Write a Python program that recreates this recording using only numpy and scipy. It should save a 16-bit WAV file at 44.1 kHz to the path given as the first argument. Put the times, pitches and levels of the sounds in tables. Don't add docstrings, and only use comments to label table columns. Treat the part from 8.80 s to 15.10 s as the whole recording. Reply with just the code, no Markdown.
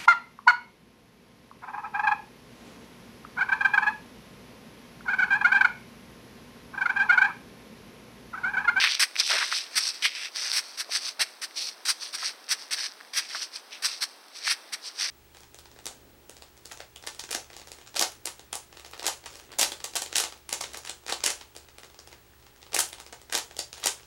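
import sys
import numpy as np
from scipy import signal
from scipy.fft import rfft, irfft, next_fast_len
from scipy.io import wavfile

SR = 44100
rng = np.random.default_rng(int(sys.argv[2]) if len(sys.argv) > 2 else 0)


def to_wav(sig):
    pcm = np.clip(np.atleast_2d(sig), -1, 1) * 32767
    pcm = np.round(pcm).astype(np.int16)
    wavfile.write(sys.argv[1], SR, pcm.T)


N = 277866

# touch in seconds, full weight in seconds, crush level in dB before colour and trim,
# heel level in dB re the crush before its bite, big stones in dB before the shared lift.
HOOF_FALLS = [ (0.194, 0.229, -19.5, -2.5, -2.5), (0.954, 0.98, -19.5, -11.5, -5.5),
              (1.221, 1.255, -24, -9.5, 4), (1.727, 1.779, -22.5, -7, -5.5),
              (1.973, 2.005, -28.5, -10, -4.5), (2.393, 2.418, -20.5, -10.5, -1.5),
              (2.615, 2.641, -30.5, -5.5, -4), (3.051, 3.098, -19.5, -11, -8.5),
              (3.325, 3.35, -29, -19, -6), (3.686, 3.721, -21, -15, -5), (3.907, 3.935, -25, -10, -3),
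              (4.332, 4.381, -22.5, -14.5, -4), (5.021, 5.057, -22.5, -13, -5.5),
              (5.206, 5.232, -24, -15, -7.5), (5.665, 5.714, -23.5, -16, -0.5),
              (5.92, 5.939, -29, -26, -3.5)]


def hooves():
    crush_s, crush_per_roll, crush_shape = .006, .13, 1.61
    bite_db, settle_db, settle_decay_s = 3.5, -22, .078
    sand_db, damped_pitch, trim_db = -9, .92, .5
    thud_db, thud_hz, thud_lead_s = -40, 203, .041
    usual_roll_s, thud_db_per_halving = .035, 5.5

    out = np.zeros(N)
    run = grains(per_s=20000, spread_db=2.0, cluster_db=.2)
    t = np.arange(SR // 4) / SR
    touch = np.minimum(t / .004, 1)
    bite = np.exp(-t / .008)
    for start, load, db, heel_db, coarse_db in HOOF_FALLS:
        late = start + t - load
        roll_s = load - start
        crush = np.exp(-.5 * np.abs(late / (crush_s + crush_per_roll * roll_s)) ** crush_shape)
        handover = np.sqrt(.5 - .5 * np.tanh(late / .008))
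        heel = undb(heel_db + bite_db * bite) * handover
        settle = undb(settle_db) * np.exp(-np.abs(late) / settle_decay_s)
        force = touch * np.sqrt(crush ** 2 + heel ** 2 + settle ** 2)
        gravel = crunch(run, start, force, coarse_db, damped_pitch * stone_pitch(coarse_db), sand_db)
        add(out, start, undb(db + trim_db) * gravel)
        thud_level_db = db + thud_db + thud_db_per_halving * np.log2(usual_roll_s / roll_s)
        thud = thump(thud_hz, half_s=.012, steep_db=11)
        add(out, load - thud_lead_s, undb(thud_level_db) * thud)
    return out


# start in seconds, end in seconds, level halfway in dB before colour,
# swell from start to end in dB, big stones in dB before the shared lift.
STEPS_AND_DRAGS = [(0.907, 0.953, -44.5, 6, -3.5), (1.007, 1.093, -29, 2.5, -11),
                   (1.144, 1.216, -45, -5, -8), (1.28, 1.315, -40.5, -12, 5), (1.353, 1.46, -37, 1, .5),
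                   (1.561, 1.705, -31.5, 1, -7.5), (1.838, 1.962, -45.5, -3.5, -10),
                   (2.124, 2.163, -27, 4, -7.5), (2.224, 2.295, -34, 4.5, -13.5),
                   (2.776, 2.896, -32, -5, -27), (3.22, 3.292, -37.5, -6.5, -12.5),
                   (3.386, 3.486, -32.5, 8, -6), (3.794, 3.831, -44, 4, -10), (3.974, 4.062, -32, -2, -6.5),
                   (4.41, 4.451, -42.5, 3, -2), (4.501, 4.57, -37, 6, -5.5), (4.599, 4.63, -34, 9.5, -12),
                   (4.748, 4.76, -36, 4.5, -10), (4.929, 4.975, -46.5, -6.5, 3.5),
                   (5.089, 5.188, -38, -12.5, -11), (5.556, 5.574, -38.5, 6.5, -13),
                   (5.632, 5.683, -32.5, 15.5, -3), (6.032, 6.074, -37.5, 12, -16),
                   (6.152, 6.201, -42, 13, -11), (6.212, 6.3, -30.5, -3.5, -4.5)]


def scuffs():
    rise_s, fall_s = .013, .019
    settle_db, settle_s = -20, .031
    out = np.zeros(N)
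    run = rubbing(spread_db=2.5, cluster_db=.8, push_db=1.6, pebble_db=-18.5)
    for start, end, db, swell_db, coarse_db in STEPS_AND_DRAGS:
        first = max(start - 4 * rise_s, 0)
        t = first + np.arange(int((end - first + 4 * settle_s) * SR)) / SR
        progress = np.clip((t - start) / max(end - start, rise_s), 0, 1)
        rise = np.exp(-np.maximum(start - t, 0) / rise_s)
        after = np.maximum(t - end, 0)
        trickle = undb(settle_db) * np.exp(-after / settle_s)
        release = np.maximum(np.exp(-after / fall_s), trickle)
        force = rise * release * undb(db + swell_db * (progress - .5))
        add(out, first, crunch(run, first, force, coarse_db, stone_pitch(coarse_db), sand_db=-13))
    return out


# time in seconds,
# grit level in dB before colour, big stone level in dB before filter and lift.
NEAR_SCRAPES = [
    [(0.0, -26, -20), (0.032, -30, -17), (0.038, -27, -16), (0.08, -36, -22), (0.102, -29, -28),
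     (0.132, -29, -30), (0.142, -31, -38), (0.152, -27.5, -42), (0.164, -41, -33), (0.19, -43, -39)],
    [(0.375, -37, -50), (0.403, -21.5, -24), (0.421, -34.5, -36.5), (0.473, -29.5, -59),
     (0.505, -24.5, -22.5), (0.639, -31.5, -24.5), (0.657, -31, -36.5), (0.703, -38, -39),
     (0.721, -31.5, -30.5), (0.759, -27, -34.5), (0.9, -53, -53)],
]
# pitch of the big stones in Hz,
# fine sand in dB re the plain gravel colour at 8.5 kHz.
UNDER_SOLE = [(2400, -18), (1850, -12.5)]


def boots():
    big_lift_db, edge_s = 6, .015
    out = np.zeros(N)
    small = rubbing(spread_db=2.5, cluster_db=.7, push_db=1.1, pebble_db=-15.5)
    large = rubbing(spread_db=2.5, cluster_db=.7, push_db=1.1, pebble_db=-15.5)
    for scrape, (big_hz, sand_db) in zip(NEAR_SCRAPES, UNDER_SOLE):
        when, grit_db, big_db = np.transpose(scrape)
        first = max(when[0] - 4 * edge_s, 0)
        i = np.arange(int(first * SR), int((when[-1] + 4 * edge_s) * SR))
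        t = i / SR
        contact = np.exp(-np.abs(t - np.clip(t, when[0], when[-1])) / edge_s)
        grit = contact * undb(np.interp(t, when, grit_db))
        big = contact * undb(np.interp(t, when, big_db))
        add(out, first, crunch(small, first, grit, coarse_db=-4, coarse_hz=3300, sand_db=sand_db))
        ground = shape(large[i] * big, lambda hz: hump(hz, big_hz, steep_db=6.0))
        add(out, first, undb(big_lift_db) * ground)
    return out


# time in seconds, peak in dB before trim, pitch in Hz.
SNAPPING_STONES = [(0.0405, -5, 1800), (0.0473, -7, 2500), (0.0735, -9, 2450), (0.1512, -9, 3900),
                   (0.3564, -18, 2300), (0.3643, -13, 2550), (0.4771, -11, 5600), (0.5192, -8, 3300),
                   (0.7256, -13, 1400), (1.2562, -8, 2000), (1.5605, -14, 4600), (1.7169, -9, 4700),
                   (1.7367, -14, 4600), (2.2871, -16, 4700), (2.8889, -15, 5200), (4.21, -28, 1700),
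                   (4.5485, -19, 1650), (5.047, -11, 5600), (5.678, -11, 1700), (6.2208, -10, 5800)]


def stones():
    spray_db, trim_db = -9, -1
    out = np.zeros(N)
    t = np.arange(SR // 100) / SR
    colour = [(60, -65), (300, -30), (1200, 0), (6000, 0), (14000, -16)]  # (Hz, dB)
    for start, db, hz in SNAPPING_STONES:
        ring = np.sin(2 * np.pi * hz * t) * np.exp(-t * hz / 1.4)
        spray = undb(spray_db) * rng.standard_normal(len(t)) * np.exp(-t / .0006)
        padded = np.pad(ring + spray, (len(t), 0))
        snap = shape(padded, lambda f: curve(colour, f))
        add(out, start - len(t) / SR, undb(db + trim_db) * snap / np.abs(snap).max())
    return out


# time of the swell's top in seconds, level in dB,
# pitch in Hz, half length of the swell in seconds.
GROUND_KNOCKS = [(0.506, -35, 835, 0.0054), (0.546, -37, 610, .017), (0.628, -31.5, 1450, .012),
                 (2.096, -42, 630, .005), (2.412, -40, 766, .014), (3.432, -34.5, 1200, 0.0042),
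                 (4.553, -33, 1220, .0048)]


def knocks():
    out = np.zeros(N)
    for when, db, hz, half_s in GROUND_KNOCKS:
        add(out, when - 3 * half_s, undb(db) * thump(hz, half_s, steep_db=7))
    return out


# frequency in Hz, gain on white noise in dB.
AIR_COLOUR = [(30, -81), (80, -68), (120, -78), (180, -56), (280, -46), (600, -43), (1200, -43),
              (2500, -49), (5000, -48), (8700, -56), (12000, -61.5), (15500, -64)]


def hush():
    air = shape(rng.standard_normal(N), lambda hz: curve(AIR_COLOUR, hz))
    air = air * undb(.7 * walk(9))
    trickle = grains(per_s=500, spread_db=3.8, cluster_db=1.5) * undb(2 * walk(12))
    force = np.full(N, undb(-60))
    return air + crunch(trickle, 0, force, coarse_db=-2.0, coarse_hz=1760, sand_db=-12.0)


# frequency in Hz, gain in dB.
GRAVEL_COLOUR = [(60, -58), (250, -32.5), (800, -13), (1500, -15.5), (2500, -0.5), (3400, -0.5), (4500, 8),
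                 (5700, 7.5), (8700, 9), (10500, 4.5), (12500, 3), (15500, -8)]


def crunch(run, start_s, force, coarse_db, coarse_hz, sand_db):
    big_lift_db, ripple_db, ripple_step_hz = 1, 1.8, 170
    pressed = np.take(run, int(start_s * SR) + np.arange(len(force)), mode="wrap") * force
    ripple_points = ripple_db * rng.standard_normal(512)

    def colour(hz):
        sand = curve([(5800, .0044), (8500, sand_db), (13000, 1.79 * sand_db)], hz)
        grit = curve(GRAVEL_COLOUR, hz) + sand
        big = curve(GRAVEL_COLOUR, 4500) + big_lift_db + coarse_db + hump(hz, coarse_hz, steep_db=7.5)
        ripple = np.interp(hz / ripple_step_hz, np.arange(len(ripple_points)), ripple_points)
        ripple = ripple * np.sqrt(hz / 5000)
        return 20 * np.log10(np.hypot(undb(grit), undb(big))) + ripple
    return shape(pressed, colour)


def grains(per_s, spread_db, cluster_db):
    ring_s, size = .00018, 64
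    when, pitch, loud, turn = rng.random((int(per_s * N / SR), 4)).T
    t = np.arange(size) / SR
    gain = undb(-spread_db * np.log(1 - .995 * loud))
    hz = pitch * SR / 2 * (1 - .6 * loud ** 20)
    tones = np.cos(2 * np.pi * (hz[:, None] * t + turn[:, None]))
    rings = gain[:, None] * np.exp(-t / ring_s) * tones
    place = (when * N).astype(int)[:, None] + np.arange(size)
    run = np.bincount(place.ravel(), rings.ravel(), N + size)[:N]
    return unit(run * undb(cluster_db * walk(200)))


def rubbing(spread_db, cluster_db, push_db, pebble_db):
    fine = grains(9000, spread_db, cluster_db) * undb(push_db * walk(70))
    pebbles = grains(per_s=60, spread_db=3, cluster_db=0)
    return fine + undb(pebble_db) * pebbles


def stone_pitch(coarse_db):
    return 2360 * 2 ** (.05 * coarse_db)


def thump(hz, half_s, steep_db):
    t = np.arange(int(6 * half_s * SR)) / SR
    swell = np.exp(-.5 * (t / half_s - 3) ** 2)
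    shake = shape(rng.standard_normal(len(t)) * swell, lambda f: hump(f, hz, steep_db))
    return unit(shake) * np.sqrt(np.mean(swell ** 2))


def hump(hz, centre_hz, steep_db):
    return -steep_db * np.log2(np.cosh(2 * np.log2(hz / centre_hz)))


def walk(rate):
    return np.interp(np.arange(N) * rate / SR, np.arange(N // 16), rng.standard_normal(N // 16))


def shape(x, db_at):
    size = next_fast_len(len(x) + 1024)
    hz = np.maximum(np.arange(size // 2 + 1) * SR / size, 1)
    return irfft(rfft(x, size) * undb(db_at(hz)), size)[:len(x)]


def curve(points, hz):
    f, db = np.transpose(points)
    return np.interp(np.log(hz), np.log(f), db)


def undb(db):
    return 10 ** (np.asarray(db) / 20)


def unit(x):
    return x / np.sqrt(np.mean(x ** 2) + 1e-18)


def add(out, start_s, x):
    i = max(int(start_s * SR), 0)
    out[i:i + len(x)] += x[:max(N - i, 0)]


def scene():
    return (hooves() + scuffs() + boots() + stones() + knocks() + hush())[None]


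# centre in Hz, width in Hz, gain in dB.
PORT_DIPS = [(2950, 144, -2.5), (7007, 748, -15)]


def record(dry):
    def port(hz):
        return sum(db * np.exp(-((hz - f) / width) ** 2) for f, width, db in PORT_DIPS)
    coloured = shape(dry[0], port)
    low_pass = signal.ellip(10, .2, 70, 15850, fs=SR, output="sos")
    return signal.sosfilt(low_pass, coloured)[None]


dry = scene()
out = record(dry)
to_wav(out)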